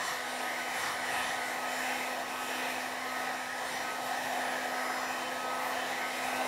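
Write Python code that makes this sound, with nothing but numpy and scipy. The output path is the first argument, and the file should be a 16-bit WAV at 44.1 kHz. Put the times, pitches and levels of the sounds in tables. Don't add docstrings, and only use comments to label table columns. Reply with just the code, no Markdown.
import sys
import numpy as np
from scipy import signal
from scipy.fft import rfft, irfft, next_fast_len
from scipy.io import wavfile
from scipy.ndimage import uniform_filter1d, map_coordinates

SR = 44100
rng = np.random.default_rng(int(sys.argv[2]) if len(sys.argv) > 2 else 0)


def unload_wav(signal):
    wavfile.write(
        sys.argv[1],
        SR,
        np.round(np.clip(np.atleast_2d(signal).T, -1, 1) * 32767).astype(np.int16),
    )


N = 285411

# time in seconds, shaft turns per second.
SHAFT_SPEED = [(0.0, 252.5), (0.24, 251.6), (0.38, 252.5), (0.58, 251.8), (0.77, 252.8), (0.97, 252),
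               (1.18, 253), (1.35, 252.1), (1.46, 252.5), (1.57, 253.9), (1.85, 254.4), (2.2, 254),
               (2.55, 254.9), (2.95, 254.1), (3.2, 254.6), (3.44, 254), (3.66, 255.1), (3.89, 254.1),
               (4.1, 255.2), (4.5, 255.1), (4.85, 254.6), (5.17, 255.4), (5.52, 254.5), (5.77, 255.7),
               (6.0, 254.9), (6.2, 255.5), (6.47, 255.5)]
# middle in seconds, length in seconds, change of the hiss in dB, change of the rumble in dB.
JET_PASSES = [(0.052, 0.22, 3, 9.5), (0.453, 0.3, 2, -6), (0.85, 0.19, 4.5, 11), (1.203, 0.28, 4.5, 10.5),
              (1.9, 0.376, 2.5, 3), (2.64, 0.33, 2.5, 1), (3.309, 0.15, 1.5, 3), (3.759, 0.2, 2.5, 9),
              (4.25, 0.35, 2.5, 6), (4.579, 0.34, 1.5, 1), (5.24, 0.2, 1, 3), (5.882, 0.27, 2.5, 3),
              (6.34, 0.38, 2, 5)]


def amp(db):
    return 10 ** (np.asarray(db) / 20)


def unit(x):
    return x / np.sqrt(np.mean(np.abs(x) ** 2) + 1e-20)


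def level_at(spectrum, hz):
    pitches, levels = np.transpose(spectrum)
    return np.interp(np.log(hz + 1), np.log(pitches + 1), levels)


def curve(rows):
    times, values = np.transpose(rows)
    return np.interp(np.arange(N) / SR, times, values)


def swells(rows):
    t = np.arange(N) / SR
    return sum(height * np.cos(np.pi / 2 * np.clip((t - middle) / length, -1, 1)) ** 2
               for middle, length, height in rows)


def wobble(rate, size=2048):
    positions = np.linspace(0, rate * N / SR, size)
    coarse = map_coordinates(rng.standard_normal(size), [positions], mode="wrap")
    return unit(np.interp(np.linspace(0, size - 1, N), np.arange(size), coarse))


def filtered(x, response):
    size = next_fast_len(N + SR // 2)
    hz = np.fft.rfftfreq(size, 1 / SR)
    return irfft(rfft(x, size) * response(hz), size)[:N]


def rush(spectrum, patchy_db, size=1024):
    slices = signal.stft(rng.standard_normal(N), nperseg=size)[2]
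    patches = uniform_filter1d(rng.standard_normal(slices.shape), size=10, axis=0)
    patches = uniform_filter1d(patches, size=20, axis=1)
    noise = signal.istft(slices * amp(patchy_db * unit(patches)), nperseg=size)[1][:N]
    return unit(filtered(noise, lambda hz: amp(level_at(spectrum, hz))))


def wandering_band(centre_hz, width_hz):
    a, b = (filtered(rng.standard_normal(N), lambda hz: 1 / (1 + (hz / width_hz) ** 4))
            for _ in range(2))
    phase = 2 * np.pi * np.cumsum(centre_hz) / SR
    return unit(a * np.cos(phase) + b * np.sin(phase))


def shaft_angle(drift_hz, flutter_hz):
    speed_hz = curve(SHAFT_SPEED) + drift_hz * wobble(18) + flutter_hz * wobble(70)
    return 2 * np.pi * np.cumsum(speed_hz) / SR


def shaft_tone(angle, order, rough):
    shake = 1 + rough * wobble(35)
    return shake * unit(np.cos(order * angle + rng.uniform(0, 2 * np.pi)))


def mains_hum(hz, db):
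    return amp(db) * unit(np.sin(2 * np.pi * hz * np.arange(N) / SR))


def jet_rumble(rest_db):
    # pitch in Hz, relative level in dB.
    spectrum = [(10, -40), (28, -35), (50, -12), (74, -6.5), (105, -2.5), (140, -0.5), (200, -2.5),
                (300, -1.5), (600, -22), (2000, -60)]
    change_db = swells([(middle, length, rumble) for middle, length, _, rumble in JET_PASSES])
    return amp(rest_db + change_db) * rush(spectrum, patchy_db=0.7)


def stray_whistles(count, mean_db, spread_db):
    low_hz, high_hz, width_hz, length_s = 9850, 12760, 42, 0.081
    return [(when * N / SR, low_hz + pitch * (high_hz - low_hz), width_hz, length_s,
             mean_db + spread_db * (2 * strength - 1))
            for when, pitch, strength in rng.random((count, 3))]


def edge_whistles(rough_width_hz):
    # middle in seconds, pitch in Hz, width in Hz, length in seconds, level in dB.
    edge_tones = [(.08, 4240, 450, 0.17, -49), (.08, 5760, 500, 0.14, -49.5),
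                  (0.85, 4400, 900, 0.11, -49.5), (0.871, 5800, 400, 0.12, -52),
                  (1.296, 5870, 600, 0.11, -51), (1.17, 8600, 600, 0.17, -53), (1.47, 8300, 500, 0.1, -56),
                  (1.77, 7200, 400, 0.17, -51), (2.5, 5540, 500, 0.18, -59), (3.75, 5300, 700, 0.18, -63),
                  (4.97, 5106, 200, 0.43, -52.5), (5.0, 7200, 300, 0.49, -59), (.13, 11330, 50, .09, -57),
                  (.45, 11380, 50, .08, -56), (.77, 10900, 60, 0.075, -52), (.88, 11300, 50, .08, -61),
                  (.94, 11000, 50, .08, -59), (1.18, 11400, 50, .07, -56), (1.24, 10600, 70, 0.172, -53),
                  (4.47, 11000, 50, 0.17, -56), (5.68, 12050, 50, 0.16, -59)]
    strays = stray_whistles(count=30, mean_db=-68, spread_db=7)
    t = np.arange(N) / SR
    whistles = np.zeros(N)
    for middle, hz, width, length, db in edge_tones + strays:
        span = np.abs(t - middle) < length
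        swell = np.cos(np.pi / 2 * (t[span] - middle) / length) ** 2
        size = next_fast_len(len(swell))
        offset_hz = np.fft.rfftfreq(size, 1 / SR) - hz
        band_shape = np.exp(-(offset_hz / width) ** 2)
        band = unit(irfft(rfft(rng.standard_normal(size)) * band_shape, size))
        strength = np.abs(signal.hilbert(band))
        band = band / (strength + width / rough_width_hz)
        whistles[span] += amp(db) * swell * unit(band[:len(swell)])
    return whistles


def brush_whine(angle, fade_db, full_fade_hz):
    # pitch in Hz, relative level of a tone in dB.
    spectrum = [(3300, 1), (3850, 7.5), (4100, -8), (4600, -3), (5200, 5), (5900, 6.5), (6150, 3),
                (6700, 0), (7400, 5.5), (7650, 2.5), (7900, -2), (8400, -1.5), (8900, 1), (9400, 0),
                (10200, 1), (10900, 0.5), (11700, -2), (12150, 0.5), (12900, -6), (13500, -6), (14250, -7),
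                (14650, -6), (15100, -15), (15800, -15)]
    shaft_hz = np.mean(np.transpose(SHAFT_SPEED)[1])
    whine = np.zeros(N)
    for order in range(13, 63):
        hz = order * shaft_hz
        depth_db = fade_db * min(hz / full_fade_hz, 1)
        fading = unit(amp(depth_db * np.tanh(wobble(14))))
        tone = np.cos(order * angle + rng.uniform(0, 2 * np.pi))
        whine += amp(level_at(spectrum, hz)) * fading * tone
    return unit(whine)


def vent_fizz(angle):
    # pitch in Hz, relative level in dB.
    spectrum = [(4000, -31), (6500, -1), (7500, -1), (7950, 3), (8900, 5.5), (9600, 3), (11000, 2.5),
                (12100, -6), (12900, -11), (14600, -10), (15800, -20)]
    return rush(spectrum, patchy_db=1.7) * (1 + 0.19 * np.cos(angle))


def slot_treble(angle, beam_above_hz):
    # time in seconds, base level in dB.
    levels = [(0, -51), (0.08, -49), (0.22, -53.5), (0.4, -52), (0.66, -53.5), (0.8, -48), (0.99, -53),
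              (1.15, -51), (1.4, -52), (1.52, -51), (1.6, -53.5), (1.76, -51.5), (2.05, -51.5), (2.27, -56),
              (2.47, -51), (2.74, -51.5), (2.87, -53.5), (3.5, -55), (3.68, -52.5), (3.95, -54.5),
              (4.1, -53), (4.8, -54), (5.15, -53.5), (5.35, -55), (5.65, -53.5), (6.05, -53.5),
              (6.25, -50.5), (6.47, -51.5)]
    # time in seconds, change of the highest treble in dB.
    aim = [(0, 0), (1.5, -1), (1.62, 4), (2.8, 1), (3.5, -1), (4.6, 3.5), (6.47, 0)]
    base_db = curve(levels) + 0.8 * wobble(24)
    whine = amp(base_db + 1.5) * brush_whine(angle, fade_db=8, full_fade_hz=11000)
    fizz = amp(base_db - 3.5) * vent_fizz(angle)
    treble = whine + fizz
    beam = filtered(treble, lambda hz: 1 - 1 / (1 + (hz / beam_above_hz) ** 20))
    return treble + (amp(curve(aim)) - 1) * beam


def motor_hum(angle):
    # time in seconds, level in dB.
    hum_levels = [(0.03, -64), (0.38, -50.5), (0.55, -55.5), (0.72, -53), (0.8, -62), (0.92, -62),
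                  (1.02, -52.5), (1.22, -57.5), (1.5, -54), (1.64, -51.5), (1.88, -47.5), (2.25, -53.5),
                  (2.66, -48.5), (2.95, -52.5), (3.35, -50.5), (3.55, -56.5), (3.68, -52.8), (3.82, -55),
                  (4.55, -49), (6.15, -52.5), (6.42, -46)]
    octave_levels = [(0.03, -60), (0.16, -52), (0.6, -58.5), (0.85, -52), (1.05, -57), (1.7, -53),
                     (2.05, -48.5), (2.3, -60), (2.7, -51), (3.05, -58), (3.5, -58), (3.85, -53),
                     (4.3, -61), (4.67, -49), (5.1, -55.5), (5.4, -49), (5.72, -48), (5.9, -57),
                     (6.15, -58), (6.47, -54.5)]
    hum = amp(curve(hum_levels)) * shaft_tone(angle, order=1, rough=0.043)
    octave_db = curve(octave_levels) + 0.71 * wobble(9.8)
    return hum + amp(octave_db) * shaft_tone(angle, order=2, rough=0.06)


def motor_singing(angle, fan_order, fan_rest_db):
    # middle in seconds, shaft order, length in seconds, level in dB.
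    notes = [(0.042, 12, 0.2, -53), (0.66, 12, 0.13, -58), (0.84, 12, 0.22, -54), (1.23, 12, 0.21, -52),
             (1.45, 12, 0.085, -63), (1.71, 12, 0.094, -57), (1.9, 12, 0.21, -57), (2.52, 12, 0.18, -52.5),
             (3.76, 12, 0.28, -63), (5.2, 12, 0.18, -59), (4.486, 12, 0.26, -59), (3.8, 12, 0.1, -64),
             (5.26, 12, 0.11, -57.5), (6.097, 12, 0.24, -61), (5.8, 12, 0.11, -52.5),
             (5.022, 17, 0.16, -59), (3.78, 23, 0.12, -53), (5.05, 23, 0.17, -57), (0.071, 30, 0.18, -52),
             (0.55, 30, 0.12, -60), (0.81, 30, 0.2, -54.5), (1.15, 30, 0.37, -58.5), (2.26, 32, 0.2, -63),
             (0.36, 35, 0.2, -55), (1.03, 35, 0.086, -56), (1.4, 35, 0.12, -57), (3.43, 35, 0.3, -63),
             (3.7, 35, 0.14, -53), (0.38, 38, 0.16, -56), (4.07, 47, 0.1, -56), (3.15, 48, 0.35, -62),
             (4.9, 48, 0.3, -62), (0.6, 58, 0.3, -64)]
    song = np.zeros(N)
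    for order in sorted({row[1] for row in notes}):
        gain = swells([(middle, length, amp(db))
                       for middle, note_order, length, db in notes if note_order == order])
        rest = amp(fan_rest_db) if order == fan_order else 0
        song += (rest + gain) * shaft_tone(angle, order, rough=0.18)
    return song


def fan_tones(angle, waver_db):
    # shaft order, resting level in dB.
    tones = [(5, -52), (6, -55)]
    # middle in seconds, length in seconds,
    # change of the lower tone in dB, change of the upper tone in dB.
    turns = [(0.05, 0.1, -3, -3), (0.267, 0.15, 2.5, 6), (0.453, 0.087, 6.5, 1), (0.615, 0.07, 5, 10),
             (0.805, 0.052, 2, 5), (0.996, 0.084, 1, 10), (1.204, 0.06, 6, 4), (1.393, 0.07, 4, 12),
             (1.631, 0.11, 9, 2), (1.9, 0.15, -1, 7), (2.15, 0.08, 1, -1), (2.397, 0.14, 5.5, 5),
             (2.657, 0.11, 0, 7), (2.775, 0.08, -7, 3), (3.195, 0.28, 8, 4), (3.498, 0.27, 2, -11),
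             (3.76, 0.06, -5, -1), (3.91, 0.113, 8.5, 8), (4.17, 0.072, 0, 7), (4.33, 0.12, -11, 2),
             (4.705, 0.28, 3.5, 3), (4.98, 0.46, 4, 2), (5.52, 0.27, 11, 8.5), (6.042, 0.11, 10, 10),
             (6.37, 0.16, 6, 12)]
    fan = np.zeros(N)
    for k, (order, rest_db) in enumerate(tones):
        change_db = swells([(middle, length, changes[k]) for middle, length, *changes in turns])
        tone = shaft_tone(angle, order, rough=0.07)
        fan += amp(rest_db + change_db + waver_db * wobble(9.8)) * tone
    return fan


def frame_hollow(rest_db):
    # pitch in Hz, relative level in dB.
    spectrum = [(700, -32.5), (900, -7), (1020, 0), (1130, -3), (1250, -6), (1420, -8), (2000, -54)]
    # middle in seconds, length in seconds, level in dB.
    blows = [(0.044, 0.22, -40), (0.875, 0.13, -39), (1.23, 0.22, -43.5), (2.37, 0.12, -44),
             (3.2, 0.42, -52), (4.95, 0.46, -43.5), (5.62, 0.27, -44), (6.38, 0.47, -47)]
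    blown = swells([(middle, length, amp(db)) for middle, length, db in blows])
    return np.hypot(amp(rest_db), blown) * rush(spectrum, patchy_db=1.2)


def nozzle_hiss(rest_db):
    # pitch in Hz, relative level in dB.
    ring_spectrum = [(1900, -42), (2200, -5.5), (2380, 1), (2560, 5), (2720, -5.5), (2950, -7.5),
                     (3400, -25)]
    hiss_spectrum = [(1200, -17), (2600, -1.5), (3000, 2), (3300, -1.5), (3650, 2), (3900, 0.5), (4250, 0),
                     (4700, -4.5), (5300, -2.5), (5800, -4), (6200, -8.5), (6650, -8.5), (7150, -5.5),
                     (7800, -13), (14000, -36)]
    # time in seconds, level in dB.
    ring_levels = [(0.0, -52), (0.25, -51), (0.4, -46), (0.55, -52), (0.73, -49.5), (0.83, -49),
                   (1.01, -54), (1.2, -43), (1.36, -53.5), (1.7, -50), (1.98, -45.5), (2.28, -50),
                   (2.7, -44), (3.1, -51.5), (3.32, -49), (3.46, -52.5), (3.98, -51.5), (4.15, -48),
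                   (4.65, -49), (4.96, -55), (5.2, -48), (5.55, -52.5), (5.8, -47), (6.05, -52),
                   (6.27, -42.5), (6.47, -46.5)]
    ring = amp(curve(ring_levels)) * rush(ring_spectrum, patchy_db=2.5)
    rise_db = swells([(middle, length, hiss) for middle, length, hiss, _ in JET_PASSES])
    return ring + amp(rest_db + rise_db) * rush(hiss_spectrum, patchy_db=1.2)


def intake_rush():
    # pitch in Hz, relative level in dB.
    spectrum = [(700, -44), (1250, -20), (1450, -5), (1620, -3), (1790, -1), (2060, -5), (2270, -4),
                (2520, -21), (2800, -18), (3300, -44), (5000, -33)]
    # time in seconds, pitch in Hz.
    ring_pitches = [(0, 1820), (0.25, 1970), (0.52, 2040), (0.8, 1876), (1.15, 1820), (1.45, 1950),
                    (1.78, 1808), (2.03, 2100), (2.15, 1830), (2.35, 1920), (2.55, 1810), (2.68, 1904),
                    (2.8, 1810), (3.1, 1980), (3.45, 1770), (3.9, 2000), (4.1, 1850), (4.62, 1810),
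                    (4.87, 1980), (5.35, 1780), (5.6, 1950), (5.88, 1800), (6.1, 2090), (6.25, 1890),
                    (6.47, 1970)]
    # time in seconds, base level in dB.
    levels = [(0.0, -42), (0.08, -42), (0.35, -47.5), (0.52, -42.5), (0.65, -44), (0.82, -40),
              (0.96, -43.5), (1.05, -40.5), (1.25, -42), (1.52, -41.5), (1.62, -45.5), (1.78, -40.5),
              (2.0, -42.5), (2.23, -47), (2.43, -46.5), (2.52, -42), (2.93, -45.5), (3.22, -43.5),
              (3.45, -46), (3.8, -42), (3.96, -47.5), (4.1, -42.5), (4.6, -42), (4.72, -44), (4.85, -41.5),
              (5.05, -44), (5.3, -44), (5.45, -46), (5.68, -43), (5.92, -42), (6.15, -44), (6.47, -42)]
    ring = wandering_band(curve(ring_pitches), width_hz=180)
    air = amp(-0.5) * rush(spectrum, patchy_db=2.5)
    return amp(curve(levels)) * (air + ring)


def barrel_roar():
    # pitch in Hz, relative level in dB.
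    spectrum = [(100, -35.5), (225, -19.5), (290, -20), (325, -9), (365, -16), (440, -10.5), (520, -7.5),
                (630, -6.5), (730, 1), (790, -1), (900, -7), (1060, -11), (1330, -24), (2400, -42)]
    # time in seconds, level in dB.
    levels = [(0.0, -42), (0.2, -42.5), (0.42, -39), (0.62, -40.5), (0.76, -39), (0.95, -41), (1.18, -39.5),
              (1.5, -39.5), (1.85, -38.7), (2.35, -39), (2.66, -38), (2.98, -42), (3.3, -39), (3.38, -40),
              (3.47, -44.5), (3.58, -40.5), (3.72, -40.3), (4.06, -39.5), (4.19, -37.5), (5.0, -39),
              (5.6, -39), (5.9, -37), (6.15, -39.5), (6.45, -35.5)]
    roar_db = curve(levels) + 0.07 * wobble(13)
    return amp(roar_db) * rush(spectrum, patchy_db=0.64)


def with_bench_echo(x, delay_s, sway, share):
    samples = np.arange(N)
    lag = SR * delay_s * np.exp(sway * wobble(2.5))
    echo = np.interp(samples - lag, samples, x)
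    return (x + share * echo) / np.hypot(1, share)


def scene():
    angle = shaft_angle(drift_hz=0.1615, flutter_hz=0.26)
    treble = slot_treble(angle, beam_above_hz=11900)
    motor = motor_hum(angle) + motor_singing(angle, fan_order=12, fan_rest_db=-60)
    fan = fan_tones(angle, waver_db=1.5)
    whistles = edge_whistles(rough_width_hz=140)
    air = barrel_roar() + intake_rush() + nozzle_hiss(rest_db=-48) + frame_hollow(rest_db=-48.5)
    air = with_bench_echo(air, delay_s=0.001267, sway=0.251, share=0.1)
    background = mains_hum(hz=120.3, db=-72.5) + jet_rumble(rest_db=-64.5)
    gun = background + whistles + treble + motor + fan + air
    return np.array([gun, gun])


def record(dry):
    top_hz = 15720
    return np.array([filtered(channel, lambda hz: hz < top_hz) for channel in dry])


dry = scene()
out = record(dry)
unload_wav(out)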